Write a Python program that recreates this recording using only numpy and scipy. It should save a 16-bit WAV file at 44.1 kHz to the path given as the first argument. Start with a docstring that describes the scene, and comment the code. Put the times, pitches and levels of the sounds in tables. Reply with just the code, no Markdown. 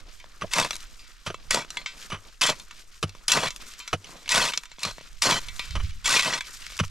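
"""On an open slope in light wind, a shovel is thrust into dry stony soil and a hoe chops beside it.
Wind rumbles on the microphones and loose earth patters down. Grit and stones knock the steel
blades, which ring freely in the air but only briefly in soil. Each hoe chop crunches,
jolts the wooden shaft and thuds in the ground."""
import sys
import numpy as np
from scipy import signal
from scipy.fft import rfft, irfft, next_fast_len
from scipy.io import wavfile
from scipy.ndimage import uniform_filter1d

SR = 44100
rng = np.random.default_rng(int(sys.argv[2]) if len(sys.argv) > 2 else 0)


def pcm_store(signal):
    """Save signal as 16-bit PCM."""
    levels = np.round(np.clip(np.atleast_2d(signal), -1, 1) * 32767)
    wavfile.write(sys.argv[1], SR, levels.astype(np.int16).T)


N = 304290


def amp(db):
    """Turn decibels into a plain multiplier."""
    return 10 ** (np.asarray(db) / 20)


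def evened(x):
    """Scale a signal to an average power of 1."""
    return x / np.sqrt(np.mean(x ** 2) + 1e-20)


def between(ends, share):
    """Slide from the first end (share 0) to the second (share 1)."""
    return ends[0] + (ends[1] - ends[0]) * share


def curve_at(points, hz):
    """Look up a pitch on a curve of (pitch, value) points."""
    pitches, values = np.transpose(points)
    return np.interp(np.log(hz + 1), np.log(pitches + 1), values)


def tone_filter(points, lo_hz=0, hi_hz=30000, size=4096):
    """A filter that follows a tone curve between a soft low edge and a soft high edge."""
    hz = np.fft.rfftfreq(size, 1 / SR) + 1
    gain = amp(curve_at(points, hz)) / np.sqrt((1 + (lo_hz / hz) ** 10) * (1 + (hz / hi_hz) ** 10))
    cepstrum = irfft(np.log(gain + 1e-6))
    cepstrum[1:size // 2] *= 2  # folded so that no sound comes before its cause
    cepstrum[size // 2 + 1:] = 0
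    taps = irfft(np.exp(rfft(cepstrum)))
    return taps / np.linalg.norm(taps)


def ring(notes):
    """A tapped object's ring, from (pitch [Hz], level [dB], fade [s]); a fade is a drop of 60 dB."""
    t = np.arange(SR // 2) / SR
    taps = sum((-1) ** k * amp(db - 60 * t / max(fade, .002)) * np.sin(2 * np.pi * hz * t)
               for k, (hz, db, fade) in enumerate(notes))
    return taps / np.linalg.norm(taps)


def through(sound, taps):
    """Pass a sound through a filter or a ringing object."""
    return signal.oaconvolve(sound, taps)[:N]


def grit(per_s, spread_db, hiss):
    """Random clicks of unequal size over a fine hiss."""
    sizes = amp(spread_db * np.minimum(rng.exponential(1, N), 3)) * rng.choice([-1., 1.], N)
    clicks = evened(sizes * (rng.random(N) < per_s / SR))
    return evened(clicks + hiss * rng.standard_normal(N))


def flicker(length_s, depth_db):
    """A volume that wanders at random, changing about once in the given time."""
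    span = max(round(length_s * SR), 2)
    wander = uniform_filter1d(uniform_filter1d(rng.standard_normal(N), span), span)
    return amp(depth_db * evened(wander))


def blow(start_s, fade_s, rise_s):
    """Where a blow falls and its shape: a tick, stronger for quick blows, then a rise and a fade."""
    start = round(start_s * SR)
    t = np.arange(1, min(SR // 4, N - start) + 1) / SR
    swell = (1 - np.exp(-t / rise_s)) * amp(-60 * t / max(fade_s, .003))
    tick = 0.59 * min(0.00081 / rise_s, 1) * amp(-60 * t / 0.0012)
    return slice(start, start + len(t)), swell + tick


# How strong the wind is: (time [s], level [dB])
WIND_LEVELS = [(0.0, -43.5), (0.17, -50), (0.35, -49.5), (0.83, -47.5), (1.29, -54.5), (1.52, -39),
               (1.58, -52.5), (3.27, -51), (3.3, -47), (4.17, -57.5), (4.38, -40.5), (4.55, -57.5),
               (5.53, -40), (5.61, -45.5), (5.77, -31.5), (6.3, -51), (6.88, -43.5), (6.9, -38)]
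# Tone of the wind: (pitch [Hz], level [dB])
WIND_TONE = [(7.1, 11.5), (12, 7), (81, 4.5), (117, -3.5), (201, -13.5), (321, -58), (400, -36), (520, -77),
             (880, -120)]
def wind():
    """Air rumbles on the microphone openings, more on the right; gusts are lumpy and reach higher."""
    level_db = np.interp(np.arange(N) / SR, *np.transpose(WIND_LEVELS))
    both, left, right = rng.standard_normal((3, N))
    gust = amp(level_db + 0.75 * (level_db + 34) - 9) * flicker(0.029, 1)
    out = np.zeros((2, N))
    for lo_hz, hi_hz, gain in ((0, 42.5, amp(level_db)), (63.6, 750, gust)):
        taps = tone_filter(WIND_TONE, lo_hz, hi_hz, size=16384)
        out += [through(gain * (both + 0.81 * side), taps) for side in (left, right)]
    return out * amp([[-3], [3]])


# The notes a shovel blade rings with: (pitch [Hz], level [dB])
SHOVEL_NOTES = [(945, -18), (1001, -3.5), (1174, -4), (1281, -13), (1394, -7), (1540, -8), (1938, 1.5),
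                (2090, 1), (2283, 4.5), (2422, -2), (2670, 1.5), (3106, 3.5), (3380, 4.5), (3640, 5.5),
                (3876, -30), (3990, 8.5), (4222, 3), (4345, -36), (4775, -5.5), (5029, -5), (5360, 4),
                (5830, 12), (6584, 7.5), (7040, -7), (7315, 9), (7900, -0.5)]
def blade_ring(notes, fade_at_2khz_s, damping, treble_cut_db):
    """Struck steel rings with many notes; more damping makes the high ones die sooner."""
    return ring([(hz, db - treble_cut_db * (hz > 5200), fade_at_2khz_s * (2000 / hz) ** damping)
                 for hz, db in notes])


# Earth and straw spilling, and at 3.79 s the shovel scraping lightly over the surface: (start [s], fullest [s],
# end [s], level [dB], dull clods [dB], ring [dB]) The last two add to the level. If "fullest" is outside the
# spill, it only grows or only fades.
SPILLS = [(0.0, -2.2, 0.14, -47, 6, 0), (0.1, 0.4, 0.88, -60.5, -6.5, -18),
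          (0.598, 0.5, 0.96, -46, -8.5, -10), (0.97, 1.3, 1.05, -64, 1, 14),
          (1.357, -0.4, 1.65, -48.5, 1, -22), (1.612, 1.766, 1.88, -50.5, -5, -15),
          (1.84, 2.04, 2.1, -48, -15.5, -24), (2.13, 2.5, 2.3, -59.5, 4.5, -20),
          (2.52, 2, 2.91, -50.5, -12.5, -9.5), (3.042, 2.5, 3.36, -63, 3.5, -20),
          (3.416, 1.5, 3.79, -37.5, -11, -10), (3.596, 3.5, 3.97, -50.5, -21, -1.5),
          (3.79, 3, 3.935, -43, -21, 3), (3.93, 4.147, 4.35, -54, -1.5, -3),
          (4.45, 4, 4.72, -41.5, -15, -20), (4.88, 4.5, 5.04, -49.5, -14, -1),
          (5.04, 5.5, 6.1, -60, -42, -15), (5.4, 4.5, 6, -46, -12, 0.5), (5.534, 6.5, 5.91, -47, -13, -16),
          (6.33, 7, 6.49, -41.5, -22, -17), (6.443, 6.5, 7, -45.5, -26, -26)]
# Tone of falling grains: (pitch [Hz], level [dB])
RUSTLE_TONE = [(59, -79), (100, -12.5), (185, -12), (828, -17), (1190, -4.5), (1810, 2.5), (2330, 4.5),
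               (7010, 2.5), (9620, -3.5), (10900, -14), (12100, -3.5), (14400, -27), (15600, -74)]
def falling_earth():
    """Grains patter over the rustle of the dry field; some land on the lifted shovel and ring it, and once the
    shovel scrapes lightly over the surface."""
    t, landing = np.arange(N) / SR, np.zeros(N)
    fine, clods = np.full(N, amp(-54)), np.full(N, amp(-71))  # the steady rustle
    for start, fullest, end, db, clods_db, ring_db in SPILLS:
        swell = amp(db) * np.interp(t, (start, fullest, end), (0, 1, 0), 0, 0) ** 0.82
        fine += swell
        clods += swell * amp(clods_db)
        landing += swell * amp(ring_db)
    out = np.zeros((2, N))
    lulls = flicker(.025, 2)  # all grain sizes thin out together
    grain_sizes = ((117, 923, clods), (990, 1440, fine * amp(-12.5)),
                   (1750, 5500, fine * amp(-6.5)), (4900, 32000, fine * amp(-9)))
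    for lo_hz, hi_hz, flow in grain_sizes:
        grains = grit(per_s=1500, spread_db=3, hiss=1.4) + .5 * rng.standard_normal((2, N))
        uneven_flow = flow * lulls * flicker(.004, 2.5) * flicker(.04, 2)
        out += [through(uneven_flow * side, tone_filter(RUSTLE_TONE, lo_hz, hi_hz)) for side in grains]
    lifted = blade_ring(SHOVEL_NOTES, .28, damping=.3, treble_cut_db=11)
    trickle = grit(per_s=200, spread_db=8, hiss=.6)
    return out + through(landing * trickle, lifted)


# Stones knocking the shovel: (time [s], level [dB], low crunch [dB], bright grit [dB], ring [dB])
# The last three add to the level.
STONE_KNOCKS = [(0.1996, -32, -32, -8, 3.5), (0.2417, -31.5, -1, -15, -17), (0.5346, -8.5, -38, -4.5, -4.5),
                (0.5826, -9, 0, -4.5, -10), (0.5976, -9.5, -6.5, -1.5, -7), (0.6464, -11.5, -5, -10.5, -20),
                (0.7073, -13.5, -15.5, -9, -9.5), (0.7304, -20.5, -22, -8, -13), (0.7547, -22, -16, -2, -9),
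                (0.7645, -28, -19, 4, -9), (0.805, -33.5, -40, 1.5, -25), (0.9929, -33.5, -32, -6, 2),
                (1.08, -41, -40, 4, -25), (1.3434, -24, 3, -16, -5.5), (1.508, -11, -18, -0.5, -13),
                (1.544, -12.5, 0, 1.5, -18), (1.6467, -23.5, -1.5, -27, -13), (1.704, -21.5, -17, -4.5, -4),
                (1.7701, -13, -15.5, -15, -6.5), (1.8147, -25, -15, -26, -8), (1.8598, -14, -25, -39, -8),
                (2.411, -11, -21, -10, -18), (2.4969, -7, -12, -8.5, -18), (2.598, -24.5, -37, -8, -8),
                (2.7098, -22.5, -43, -20, -9), (3.0934, -28, -31, -8, -5), (3.1501, -32, -2.5, -11, -8),
                (3.213, -38, -20, -25, -14), (3.2813, -10.5, -43, -1, -8), (3.3173, -7, -48, -0.5, -2),
                (3.3716, -6, -11, -15, -19), (3.4326, -7.5, -10.5, -28, -6), (3.468, -9.5, -24, -29, -3),
                (3.5054, -23, -25, -5, -1), (3.5617, -28, -29, 3.5, -17), (3.737, -27, -44, -4.5, -12),
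                (3.8002, -24, -33, -25, 2), (3.8771, -16.5, -35, -13, -5.5), (4.2588, -22.5, -21, -23, -15),
                (4.2782, -17, -37, -14, -15), (4.2911, -9.5, -45, -10, -13), (4.3184, -10, -39, -3, -15),
                (4.358, -8, -15, -4.5, -9), (4.5206, -18.5, -28, -25, -6), (4.5352, -10, -28, -24, -10.5),
                (4.5749, -13, -25.5, -9.5, -8.5), (4.6348, -23, -35, -11, -18),
                (4.655, -26.5, -37, -11, -5), (4.6814, -44, -22, -11, -12), (4.7157, -28.5, -17, -18, -2),
                (4.7838, -31.5, -3.5, -20, -5), (4.8314, -13.5, -38, -1.5, 0),
                (4.9824, -26.5, -5.5, -20, -9), (5.0098, -29.5, -5.5, -21, -6.5), (5.13, -38, -30, -1, -15),
                (5.221, -9, -39, -2, -15), (5.3083, -4, -24, -12, -8), (5.4849, -25, -43, -3.5, 0),
                (5.5631, -26.5, -26, -5, -15), (5.5934, -16, -16, -12.5, -3.5), (5.708, -23, -42, -10, -9),
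                (6.0568, -11, -46, -30, 0.5), (6.125, -7, -28, -26, -16), (6.161, -5.5, -14, -27, -1),
                (6.1934, -4, -24, -19, -8), (6.334, -5.5, -22, -29, -4), (6.4075, -11.5, -37, -19, -13),
                (6.6243, -23, -34, -24, -24), (6.6653, -20, -36, -11.5, -20), (6.7012, -24, -24, -13, -14),
                (6.7209, -24, -20, -14, -16), (6.768, -31, -27, 5, -21), (6.777, -30, -38, 4, -28),
                (6.7905, -11.5, -39, -14.5, -10), (6.85, -28, -40, 0.5, -18), (6.88, -32.5, -40, -3, -20)]
# Tone of crunching soil: (pitch [Hz], level [dB])
CRUNCH_TONE = [(47, -75), (80, -8), (152, -4), (351, -10), (637, -2), (831, -9), (948, 1), (1410, 1.5),
               (2010, 5), (2860, 4), (4250, -2.5), (9840, -20), (12500, -30), (14600, -44), (15600, -112)]
def shovel():
    """Grit drags along the buried blade and single stones knock it; soil muffles the ring."""
    force, depth = shovel_thrusts()
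    stones = amp(-1.5) * pebbles(force, per_s=65, fade_at_2khz_s=0.047)
    stick_and_slip = evened(grit(per_s=2500, spread_db=3.5, hiss=.9) * flicker(.004, 2.2))
    scrape = force * stick_and_slip
    low = scrape * amp(between((-23.5, 4), depth)) * flicker(0.0038, 1.34)  # deeper sounds duller
    middle = scrape * amp(-2.5)
    bright = scrape * amp(between((2, -4.5), depth))
    buried, spots = scrape.copy(), np.zeros((4, N))
    noise = rng.standard_normal(N)
    for k, (time, db, low_db, bright_db, ring_db) in enumerate(STONE_KNOCKS):
        sunk = depth[round(time * SR)]
        # big stones grind longer, and soil softens the blow
        at, shape = blow(time, 0.033 * amp(0.39 * db), rise_s=between((0.0005, 0.002), sunk))
        for layer, share_db in ((low, low_db), (middle, -8), (bright, bright_db),
                                (spots[k % len(spots)], ring_db - 5.3 * sunk), (buried, ring_db - 9)):
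            layer[at] += amp(db + share_db) * shape * noise[at]
    out = through(low, tone_filter(CRUNCH_TONE, 104, 980))
    out += through(middle, tone_filter(CRUNCH_TONE, 940, 4730))
    out += through(bright, tone_filter(CRUNCH_TONE, lo_hz=5340))
    for k in range(6):  # the moving contact favours now these notes, now those
        muffled = blade_ring(SHOVEL_NOTES[k::6], .05, damping=.4, treble_cut_db=5)[:6000]
        out += through(buried * evened(flicker(.035, 5)) / np.sqrt(6), muffled)
    for spot in spots:  # each spot on the blade wakes the notes unequally
        notes = [(hz * rng.normal(1, .005), db + rng.normal(0, 4)) for hz, db in SHOVEL_NOTES]
        out += through(spot, blade_ring(notes, .1, damping=.6, treble_cut_db=6))
    return out + stones


# Hoe chops: (time [s], level [dB], crunch length [s], thud [dB], bright grit [dB], graze lead [s],
# graze [dB], jolt delay [s], blade jolt [dB], shaft jolt [dB]). 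Later dB columns add to the level.
HOE_CHOPS = [(0.418, -16.5, 0.055, -15.5, -32, 0.0077, -5, 0.02, -26, -7),
             (1.262, -19.5, 0.12, -9.5, -13.5, 0.002, -33, 0.038, -2.5, -11),
             (2.117, -22, 0.15, -6, -21.5, 0.016, 5, 0.025, 1, -31),
             (3.027, -10, 0.041, -10.5, -9, 0.002, -33, 0.0087, -11, -14.5),
             (3.929, -10.5, 0.051, -15.5, -15, 0.0018, -28, 0.0029, -9, -4),
             (4.849, -14, 0.035, -19, -6, 0.002, -28, 0.0374, -9, -31),
             (5.752, -18, 0.08, -14.5, -19.5, 0.002, -30, 0.046, -1, -46),
             (6.798, -6, 0.032, -10, -16.5, 0.0086, -28, 0.035, -11.5, -43.5)]
# Pebbles glancing off the raised hoe: (time [s], level [dB])
HOE_PINGS = [(0.4124, -33), (2.11, -27), (4.044, -29.5), (5.9078, -34), (5.9303, -46)]
# Notes of the hoe blade, where wider ones die sooner: (pitch [Hz], width [Hz], level [dB])
HOE_NOTES = [(1213, 100, 16.5), (2280, 72, -2), (2934, 54, -1), (3120, 470, 6.5), (5970, 73, -3),
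             (9810, 67, -13.5)]
# Notes of the wooden shaft: (pitch [Hz], level [dB], fade [s])
SHAFT_NOTES = [(470, -0.5, 0.008), (640, -6, 0.006)]
# Notes of the thudding ground: (pitch [Hz], level [dB], fade [s])
GROUND_NOTES = [(72, -11.5, 0.16), (96.5, -5, 0.22), (151, -1.5, 0.1), (209, -3.5, 0.062)]
def hoe():
    """The blade grazes, crunches, then jolts its shaft; the ground thuds just after the blow."""
    graze_s, jolt_s = 0.029, 0.041
    crack, knock, bright, shove, ping = np.zeros((5, N))
    noise = grit(per_s=3000, spread_db=4, hiss=0.91)
    for time, db, crunch_s, thud_db, bright_db, lead, graze_db, delay, jolt_db, shaft_db in HOE_CHOPS:
        graze = (time - lead, graze_s, ((crack, graze_db - 10), (bright, graze_db - 18)))
        crunch = (time, crunch_s, ((crack, -7), (knock, -20.5), (bright, bright_db)))
        jolt = (time + delay, jolt_s, ((crack, jolt_db - 9), (bright, jolt_db - 49), (knock, shaft_db)))
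        for start, length, shares in (graze, crunch, jolt):
            at, shape = blow(start, length, rise_s=0.0023)
            for layer, share_db in shares:
                layer[at] += amp(db + share_db) * shape * noise[at]
        shove[round((time + .008) * SR)] += amp(db + thud_db + 23.5)  # spread over a long ring
    for time, db in HOE_PINGS:
        at, shape = blow(time, fade_s=0.019, rise_s=0.00043)
        ping[at] += amp(db) * shape * noise[at]
    steel = [(hz, db, 2.2 / max(width, 260 * (hz < 2000))) for hz, width, db in HOE_NOTES]
    edge = [(hz, db, fade) for hz, db, fade in steel if fade > .018]  # only the thin edge rings on
    blade = through(crack, ring(steel)) + through(ping, ring(edge))
    soil = amp(-2) * through(crack, tone_filter(CRUNCH_TONE, 1350, 2770))
    soil += through(bright, tone_filter(CRUNCH_TONE, lo_hz=4450))
    shaft = through(knock, ring(SHAFT_NOTES)[:4096] + 1.3 * tone_filter(CRUNCH_TONE, 233, 714))
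    return blade + soil + shaft + through(shove, ring(GROUND_NOTES))


# Pushes of the shovel: (goes in [s], deepest [s], comes out [s], force going in [dB],
# force at deepest [dB], easing by the end [dB], depth reached [0-1])
THRUSTS = [(0.506, 0.576, 0.68, -46.5, -28, -14, 0.86), (1.505, 1.571, 1.656, -25.5, -34, -27.5, 1),
           (2.414, 2.451, 2.465, -19, -27, -12, 0.74), (2.461, 2.499, 2.565, -25.5, -31.5, -39, 0.98),
           (3.279, 3.378, 3.413, -28.5, -26.5, -16, 1), (3.404, 3.426, 3.49, -39, -31.5, -6, 0.97),
           (4.298, 4.368, 4.513, -31, -24.5, -11.5, 0.7), (4.789, 4.858, 4.92, -49.5, -39, -6.5, 0.83),
           (5.217, 5.276, 5.397, -25, -25.5, -11.5, 0.89), (6.041, 6.113, 6.218, -35, -23.5, -9, 0.41),
           (6.218, 6.264, 6.394, -31.5, -30.5, -9.5, 0.8)]
def shovel_thrusts():
    """Force and depth of the blade: it sinks, then rises a little as the push eases off."""
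    t = np.arange(N) / SR
    force, depth = np.zeros((2, N))
    for enter, deepest, leave, entry_db, deepest_db, ease_db, reach in THRUSTS:
        sink = np.clip((t - enter) / (deepest - enter), 0, 1)
        rise = np.clip((t - deepest) / (leave - deepest), 0, 1)
        in_soil = np.clip(np.minimum(t - enter, leave - t) / 0.0049, 0, 1)
        force += in_soil * amp(between((entry_db, deepest_db), sink) + ease_db * rise ** 1.47)
        depth += in_soil * reach * sink * between((1, 0.73), rise)
    return force, depth


def pebbles(force, per_s, fade_at_2khz_s, sizes=10):
    """Pushed stones clink: each size has its own short ring and its own scattered knocks."""
    out = np.zeros(N)
    for hz in np.geomspace(900, 9000, sizes) * rng.uniform(1, 1.045, sizes):
        knocks = amp(4.1 * np.minimum(rng.exponential(1, N), 3)) * (rng.random(N) < per_s / SR)
        fade_s = fade_at_2khz_s * (2000 / hz) ** .5
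        decay, turn = amp(-60 / (fade_s * SR)), 2 * np.pi * hz / SR  # per sample
        clink = signal.lfilter([1], [1, -2 * decay * np.cos(turn), decay ** 2], knocks)
        out += evened(clink) * amp(curve_at(CRUNCH_TONE, hz)) * np.sqrt(hz / 2000)
    return force * out / np.sqrt(sizes)


# Stones striking the lifted shovel:
# (time [s], level [dB], main pitch [Hz], fade [s], rough drop away from that pitch [dB per octave])
BLADE_CLINKS = [(0.7304, -30, 3876, 0.12, -60), (0.9935, -44, 4700, 0.26, -60),
                (0.9925, -45, 2422, 0.3, -32), (1.7701, -33.5, 4300, 0.22, -62),
                (1.8596, -23, 2700, 0.22, -7), (3.799, -32.5, 3070, 0.3, -16),
                (4.5748, -11.5, 5700, 0.016, -30), (4.8322, -23.5, 4140, 0.25, -120),
                (4.852, -27, 7900, 0.035, -30), (5.4862, -37.5, 2050, 0.27, -44),
                (5.5924, -26, 2900, 0.39, -11), (5.707, -33.5, 3640, 0.3, -16)]
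def blade_clinks():
    """Each strike wakes the blade's notes near one pitch, and those further off weakly and unevenly."""
    out = np.zeros(N + SR)
    unevenness = 0.66 + rng.random((len(BLADE_CLINKS), len(SHOVEL_NOTES)))
    for (time, db, main_hz, fade, drop_db), weights in zip(BLADE_CLINKS, unevenness):
        clink = ring([(hz, drop_db * abs(np.log2(hz / main_hz)) * weight, fade)
                      for (hz, _), weight in zip(SHOVEL_NOTES, weights)])
        out[round(time * SR):][:len(clink)] += amp(db) * clink / abs(clink).max()
    return out[:N]


# Single puffs of wind: (time [s], level [dB])
PUFFS = [(1.484, -59), (5.701, -29), (5.734, -25), (5.764, -22), (5.834, -20), (5.885, -30)]
def wind_puffs():
    """Each puff pushes on the microphone openings for one and a half slow swings, more on the right."""
    puff_hz = 64
    out, t = np.zeros(N), np.arange(N) / SR
    for time, db in PUFFS:
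        swings = np.clip((t - time) * puff_hz, 0, 1.5)
        out += amp(db) * np.sin(2 * np.pi * swings) * np.sin(np.pi * swings / 1.5)
    return out * amp([[-4], [3]])


def on_slope(sound, pan_db):
    """The direct sound plus a brief scatter off the rough ground, different at each ear."""
    t = np.arange(3000) / SR
    echoes = rng.standard_normal((2, len(t))) * amp(-60 * t / 0.026) * (t > .001)
    echoes = np.diff(np.diff(echoes, prepend=0), prepend=0)  # clods scatter treble more than bass
    scatter = signal.oaconvolve(sound[None], echoes / np.linalg.norm(echoes[0]), axes=1)[:, :N]
    return sound * amp([[pan_db / 2], [-pan_db / 2]]) + amp(-6) * scatter


def scene():
    """The shovel in the middle and the hoe a little to the right, with falling earth and wind."""
    tools = on_slope(shovel() + blade_clinks(), pan_db=0) + on_slope(hoe(), pan_db=-1.5)
    return tools + falling_earth() + wind() + wind_puffs()


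# How much louder the left microphone is: (pitch [Hz], left minus right [dB])
LEFT_LOUDER = [(60, 3), (240, -1), (950, 0.5), (3770, 0.5), (15000, 3.5)]
# How far the left microphone runs ahead: (pitch [Hz], lead [radians])
LEFT_AHEAD = [(100, -0.11), (700, -0.41), (2700, -0.63), (8000, -0.39), (11000, -0.59)]
def record(dry):
    """Two microphones hear slightly different levels and timing; the highest treble is cut off."""
    size, top_hz = next_fast_len(N), 15800
    hz = np.fft.rfftfreq(size, 1 / SR)
    left = amp(curve_at(LEFT_LOUDER, hz) / 2) * np.exp(.5j * curve_at(LEFT_AHEAD, hz))
    pair = irfft(rfft(dry, size) * np.array([left, 1 / left]), size)[:, :N]
    treble_cut = signal.firwin(511, top_hz, window=("kaiser", 9), fs=SR)
    return signal.oaconvolve(pair, treble_cut[None], "same")


dry = scene()
out = record(dry)
pcm_store(out)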